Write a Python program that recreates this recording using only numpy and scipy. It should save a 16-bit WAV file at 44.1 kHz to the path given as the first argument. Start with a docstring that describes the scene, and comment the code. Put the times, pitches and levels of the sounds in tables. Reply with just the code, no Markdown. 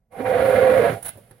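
"""A sudden roar with a stuttering hoot: a fire extinguisher is emptied for under a second into a
cloth-covered bin on a driveway. The jet roars in the bin's air resonances and locks onto one to hoot;
powder hisses and the cover buffets. After the valve shuts, a last spit of gas escapes, a glove brushes
the cloth and the handle knocks lightly, these three with a faint echo off hedges and walls."""
import sys
import numpy as np
from scipy import signal
from scipy.fft import rfft, irfft, next_fast_len
from scipy.io import wavfile
from scipy.ndimage import map_coordinates

SR = 44100
rng = np.random.default_rng(int(sys.argv[2]) if len(sys.argv) > 2 else 0)


def log_audio(samples):
    """Write samples as a 16-bit WAV file to the path given in sys.argv[1]."""
    # one column per channel
    frames = np.atleast_2d(samples).T
    # limit to full scale, then quantise
    limited = np.clip(frames, -1, 1)
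    pcm = np.round(limited * 32767).astype(np.int16)
    wavfile.write(sys.argv[1], SR, pcm)


N = 61739

# Air resonances of the bin. Each row: centre in Hz, width in Hz, lift in dB.
BIN_RESONANCES = [(214, 71, 4), (264.7, 8, 5), (303, 11, 7.5), (421, 15.7, 7), (488.5, 63, 4.5),
                  (589, 45, 9), (684, 40, 16), (770.2, 67, 14), (865, 90, 0), (946, 24, 12), (992, 6.3, 11),
                  (1115, 28, 8), (1412, 10.5, 8), (1452, 48, 4.5), (1680, 96, 5.5), (1940, 113, 7.5),
                  (2113, 96, 12), (2193, 35, 9), (2377, 43, 12.5), (2453, 30, 5.5)]
# Where sounds at the bin sit in stereo. Each row: frequency in Hz, left minus right in dB.
BIN_SIDE = [(60, -3), (115, -3), (250, -6.5), (560, -6), (700, -14), (850, -9.5), (1400, -8), (2200, -5.5),
            (3300, -0.5), (5000, -4), (7000, -6), (8500, 10.5), (9400, 2.5), (10600, -17.5), (13000, -3),
            (15500, -8.5)]
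# The moment the valve is half open, and half the length of the note it sounds there.
HALF_OPEN_S, NOTE_HALF_S = 0.2194, 0.03


def amp(db):
    """Decibels to gain."""
    return 10 ** (np.asarray(db) / 20)


def along(points, hz):
    """Read (Hz, value) points along a log frequency axis."""
    knots_hz, values = np.transpose(points)
    return np.interp(np.log(hz + 1), np.log(knots_hz + 1), values)


def clock():
    """Time of each sample in seconds."""
    return np.arange(N) / SR


def curves(rows):
    """One automation curve for each column after the time."""
    times, *columns = np.transpose(rows)
    return [np.interp(clock(), times, column) for column in columns]


def wobble(rate):
    """A smooth random curve with `rate` knots a second."""
    return map_coordinates(rng.standard_normal(4096), [clock() * rate], mode="wrap")


def filtered(x, response):
    """Filter x with a gain given as a function of Hz."""
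    size = next_fast_len(N + SR // 2)
    return irfft(rfft(x, size) * response(np.fft.rfftfreq(size, 1 / SR)), size)[..., :N]


def pan(side_db):
    """Left and right gains, side_db apart, whose mean is 1."""
    gains = amp(np.array([side_db, -side_db]) / 2).reshape(2, -1)
    return gains / gains.mean(0)


def rush(spectrum, side, resonances=()):
    """Stereo noise with a broad colour and narrow resonances; its mono mix has rms 1."""
    # Solid lows, wide highs. Each row: frequency in Hz, left-right correlation (capped at 1 below).
    likeness = [(100, 1.6), (700, 0.74), (1100, 0.57), (2200, 0.3), (4000, 0.32), (8000, 0)]

    def colour(hz):
        lift = sum(db / (1 + (2 * (hz - centre) / width) ** 4) for centre, width, db in resonances)
        spread = np.arccos(np.clip(along(likeness, hz), -1, 1)) / 2
        return amp(along(spectrum, hz) + lift) * [np.cos(spread), np.sin(spread)]
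    mid, wide = filtered(rng.standard_normal((2, N)), colour)
    pair = filtered(np.array([mid + wide, mid - wide]), lambda hz: pan(along(side, hz)))
    return pair / pair.mean(0).std()


def burst(start, attack, hold, t60):
    """An envelope of linear attack, hold and exponential release, all in seconds."""
    age = clock() - start
    return np.clip(age / attack, 0, 1) * amp(-60 * np.maximum(age - attack - hold, 0) / t60)


def jet():
    """Turbulent gas roars in the bin, carries hissing powder and buffets the cover."""
    # Fader moves for the full jet, the thin flow of the barely open valve, the powder and the cover.
    # Each row: time in seconds, relative level in dB.
    roar_fader = [(.12, -95), (.17, -53), (.205, -38.5), (.225, -46.5), (.248, -66), (.268, -37),
                  (.36, -31.5), (.54, -31), (.568, -28.5), (.6, -31), (.82, -29.5), (.9, -30), (.95, -43),
                  (1.02, -69), (1.2, -71)]
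    trickle_fader = [(.09, -91), (.111, -61), (.128, -45), (.165, -39), (.21, -40), (.27, -25.5),
                     (.34, -30.5), (.88, -37.5), (.95, -40), (1.015, -52), (1.07, -45.5), (1.13, -71),
                     (1.22, -73)]
    powder_fader = [(.1, -101), (.122, -64), (.2, -54.5), (.24, -53), (.3, -47), (.34, -49.5), (.5, -41.5),
                    (.6, -45.5), (.85, -44), (.95, -48.5), (1.02, -56.5), (1.12, -56.5), (1.23, -63.5),
                    (1.4, -67.5)]
    buffet_fader = [(.08, -76), (.16, -53), (.23, -41.5), (.275, -36.5), (.5, -38.5), (.58, -33.5),
                    (.69, -35), (.82, -28.5), (.875, -36.5), (.935, -33), (1.01, -52), (1.08, -60),
                    (1.13, -53), (1.2, -56.5), (1.27, -58.5), (1.4, -61.5)]
    # The colours of those four layers. Each row: frequency in Hz, relative level in dB.
    roar_colour = [(60, -42), (150, -5.5), (260, 1), (340, -2.5), (400, 7.5), (500, 10.5), (630, 2),
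                   (850, -6.5), (1250, -2.5), (1550, -1), (2100, -10.5), (2550, -12.5), (3700, -18),
                   (4600, -24.5), (5400, -41), (7500, -52), (16000, -49)]
    trickle_colour = [(100, -14), (260, -10), (410, -7), (510, 8), (600, -6.5), (690, -4), (790, -1),
                      (900, -9.5), (1400, -13), (2200, -18.5), (3200, -27.5), (5500, -48), (16000, -61)]
    powder_colour = [(3000, -7.5), (6500, -19), (8100, -15), (9400, -5.5), (10500, -1), (11600, -8),
                     (13000, -10), (15800, -16.5)]
    buffet_colour = [(20, -29), (40, -18), (65, -2), (92, -1), (113, 9), (140, -1.5), (220, -3), (500, -40)]
    churn = wobble(rate=130)  # shakes roar and powder together
    roar_db = curves(roar_fader)[0] + 8.5 + 1.44 * churn
    roar = amp(roar_db) * rush(roar_colour, BIN_SIDE, BIN_RESONANCES)
    trickle = amp(curves(trickle_fader)[0]) * rush(trickle_colour, BIN_SIDE, BIN_RESONANCES)
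    powder_db = curves(powder_fader)[0] + 0.7 * churn + wobble(rate=3900)
    powder = amp(powder_db) * rush(powder_colour, BIN_SIDE)
    buffet_db = curves(buffet_fader)[0] + 2.55 * wobble(rate=45)
    buffet = amp(buffet_db) * rush(buffet_colour, BIN_SIDE)
    return roar + trickle + powder + buffet


def valve_note():
    """While the valve opens, the weak jet briefly sounds a rough note about an octave below the hoot."""
    pitch_hz, wander_hz = 266, 22
    phase = 2 * np.pi * np.cumsum(pitch_hz + wander_hz * wobble(rate=170)) / SR
    tone = np.sqrt(2) * (np.sin(phase) + 1.1 * np.sin(2 * phase))
    swell = np.exp(-((clock() - HALF_OPEN_S) / NOTE_HALF_S) ** 4)
    return amp(-34 + 3 * wobble(rate=106.6)) * swell * tone


def hoot():
    """The jet locks onto one air resonance; the tone stalls, restarts out of step and finally frays."""
    # The blown tone. Each row: time in seconds, pitch in Hz, relative level in dB, pitch wander in Hz.
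    contour = [(.25, 496, -31.5, 23.1), (.285, 503.6, -26, 8.8), (.305, 509.3, -17, 9),
               (.37, 503.4, -19, 12.7), (.44, 529, -18, 8.3), (.54, 515.6, -14, 14.2),
               (.59, 516.5, -13.5, 10), (.65, 526.4, -16, 8.1), (.685, 504.9, -13.5, 6.5),
               (.73, 514, -16.5, 13.23), (.785, 528.9, -16, 24), (.82, 498.4, -22, 47), (.88, 520, -22, 49),
               (.915, 529, -28, 47), (.95, 545.7, -80, 45.9)]
    # Turbulence breaks it off. Each row: centre in seconds, half length in seconds, depth in dB.
    stalls = [(0.324, 0.0029, 13), (0.34, 0.0042, 14), (0.382, 0.0059, 40), (0.409, 0.0064, 24),
              (0.472, 0.0067, 12), (.522, 0.0053, 32), (0.563, 0.011, 19.5), (0.601, 0.0062, 24),
              (0.837, 0.0012, 22)]
    trim_db, flutter_db, slip_rad = 0.5, 0.5, 0.41
    hz, db, wander_hz = curves(contour)
    t = clock()
    stall_db = sum(depth * np.exp(-((t - at) / half) ** 2) for at, half, depth in stalls)
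    # Every stall leaves a random step in the phase.
    slip = sum(slip_rad * rng.standard_normal() * (1 + np.tanh((t - at) / half)) / 2
               for at, half, _ in stalls)
    phase = 2 * np.pi * np.cumsum(hz + wander_hz * wobble(rate=160)) / SR + slip
    onset = np.clip((t - HALF_OPEN_S) / NOTE_HALF_S, 0, 1)
    level_db = db + trim_db - stall_db - flutter_db * wobble(rate=190)
    return onset * amp(level_db) * np.sqrt(2) * np.sin(phase)


def surge():
    """The valve snaps fully open and the first full shot of gas strikes the inside of the bin."""
    # A biting midrange. Each row: frequency in Hz, relative level in dB.
    colour = [(250, -17), (420, 0.5), (1800, 0.5), (5500, -34), (8000, -51)]
    envelope = burst(start=0.249, attack=0.0099, hold=0.0065, t60=0.047)
    return amp(-26.5) * envelope * rush(colour, BIN_SIDE, BIN_RESONANCES)


def cover_puff():
    """The last of the charge puffs the cover up and ends the blast."""
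    # A low, hollow colour. Each row: frequency in Hz, relative level in dB.
    colour = [(50, -20), (90, -13), (120, 9), (165, -6), (260, -6.5), (400, -9), (600, -3.5), (700, -8),
              (900, -33), (2000, -40)]
    envelope = burst(start=0.895, attack=0.02, hold=0.02, t60=0.15)
    return amp(-30) * envelope * rush(colour, BIN_SIDE)


def last_spit():
    """The remaining gas sputters out, sizzling at the nozzle and puffing into the bin."""
    # Spits of gas. Each row: start, attack, hold and t60 in seconds, then sizzle and body in dB.
    spits = [(1.025, 0.0027, 0.0028, 0.12, -34.5, -48.5), (1.042, 0.024, 0.0023, 0.084, -30.5, -38.5),
             (1.077, 0.005, 0.017, 0.036, -36.5, -46)]
    # The nozzle's sizzle and the bin's answer. Each row: frequency in Hz, relative level in dB.
    sizzle_colour = [(2500, -22.5), (4200, -30), (5400, -27), (7600, -21.5), (8700, -14.5), (9600, 1),
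                     (10300, 0.5), (10900, -12.5), (11500, -7.5), (13000, -21), (14500, -20), (15600, -10)]
    body_colour = [(80, -6.5), (200, -10), (450, -22), (690, 0), (1050, -21), (1500, -8), (1900, -12.5),
                   (2500, -20), (4300, -20), (5400, -37), (16000, -60)]
    # Their place in stereo. Each row: frequency in Hz, left minus right in dB.
    side = [(200, -3), (700, -15.5), (1100, 1), (1800, -13.5), (3000, 3), (7000, -6), (8400, 9), (9300, -1),
            (10200, -19.5), (12000, -7), (13000, 0), (15500, -8)]
    sizzle = sum(amp(db) * burst(*timing) for *timing, db, _ in spits)
    body = sum(amp(db) * burst(*timing) for *timing, _, db in spits)
    sputter = amp(2.2 * wobble(rate=280))
    return sputter * (sizzle * rush(sizzle_colour, side) + body * rush(body_colour, side))


def glove_brush():
    """A glove brushes the cover: a crisp tick and a short rustle, with a soft body from the bin."""
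    # Touches on the cloth. Each row: start, attack and t60 in seconds, then rustle and body in dB.
    touches = [(1.152, 0.0068, .06, -68, -47.5), (1.172, 0.0014, .025, -47, -58),
               (1.174, .008, 0.14, -55, -48.5)]
    # The thin rustle and its body in the bin. Each row: frequency in Hz, relative level in dB.
    rustle_colour = [(6000, -31), (9000, -4), (10500, 3), (12500, -6), (14000, 0), (15500, 2)]
    body_colour = [(50, -18), (115, -5), (200, -16), (330, -8.5), (480, -5), (595, -3), (720, -12),
                   (900, -16), (1600, -33), (4000, -39)]
    rustle = sum(amp(db) * burst(start, attack, 0, t60) for start, attack, t60, db, _ in touches)
    body = sum(amp(db) * burst(start, attack, 0, t60) for start, attack, t60, _, db in touches)
    return rustle * rush(rustle_colour, BIN_SIDE) + body * rush(body_colour, BIN_SIDE)


def handle_knock():
    """The handle knocks lightly as it is let go: a bright click and a dull thud of the bin."""
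    # The contact. Each row: start in seconds, click level in dB, thud level in dB.
    knocks = [(1.31, -43.5, -41)]
    # The handle's click and the bin's thud. Each row: frequency in Hz, relative level in dB.
    click_colour = [(1500, -16), (4000, -29), (6500, -53), (8700, -21), (9700, -15), (10500, 3),
                    (11300, -16), (12000, -14), (13000, -25), (15800, -29)]
    thud_colour = [(25, -20), (55, 2), (105, 12.5), (250, -4.5), (530, 5), (660, -20), (800, -10),
                   (1020, -16), (1740, -16), (2500, -34), (4000, -24.5), (7000, -37), (16000, -52)]
    click = sum(amp(db) * burst(start, attack=0.0015, hold=0, t60=0.025) for start, db, _ in knocks)
    thud = sum(amp(db) * burst(start, attack=0.0015, hold=0, t60=0.1) for start, _, db in knocks)
    return click * rush(click_colour, BIN_SIDE) + thud * rush(thud_colour, BIN_SIDE)


def yard_echo(x):
    """Hedges and walls return a faint, diffuse tail with a lift around 3 kHz."""
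    # The lows linger longest. Each row: frequency in Hz, t60 in seconds.
    decay = [(150, 0.62), (1000, 0.31), (3000, 0.21), (10000, 0.2)]
    fade_in_s = 0.0039
    hz, t, noise = signal.stft(rng.standard_normal((2, SR // 2)), SR, nperseg=256)
    envelope = amp(-60 * t / along(decay, hz)[:, None]) * np.clip(t / fade_in_s, 0, 1)
    tail = signal.istft(noise * envelope, SR, nperseg=256)[1]
    wet = signal.fftconvolve(x, tail / np.linalg.norm(tail[0]), axes=1)[:, :N]
    return amp(-10.5) * filtered(wet, lambda hz: amp(along([(1000, -4.5), (3000, 9.5), (10000, -9)], hz)))


def scene():
    """The bin stands a little to the right, in quiet outdoor air."""
    # A low bed of outdoor air. Each row: frequency in Hz, relative level in dB.
    air_colour = [(15, -29), (25, 3), (213, -13.5), (326, -24), (637, -21), (1600, -53), (15000, -46)]
    left_lead_s = 0.000025  # the direct sound reaches the left side slightly sooner
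    air = amp(-71.5) * rush(air_colour, side=[(100, -4.5), (5000, 7)])
    aftermath = last_spit() + handle_knock() + glove_brush()
    blast = jet() + surge() + cover_puff()
    tones = (hoot() + valve_note()) * pan(side_db=-7.5)
    direct = blast + tones + aftermath
    direct = filtered(direct, lambda hz: np.exp(1j * np.pi * left_lead_s * np.array([hz, -hz])))
    return direct + yard_echo(aftermath) + air


def record(dry):
    """A brick-wall low-pass takes off the very top of the treble."""
    return filtered(dry, lambda hz: hz < 15820)


dry = scene()
out = record(dry)
log_audio(out)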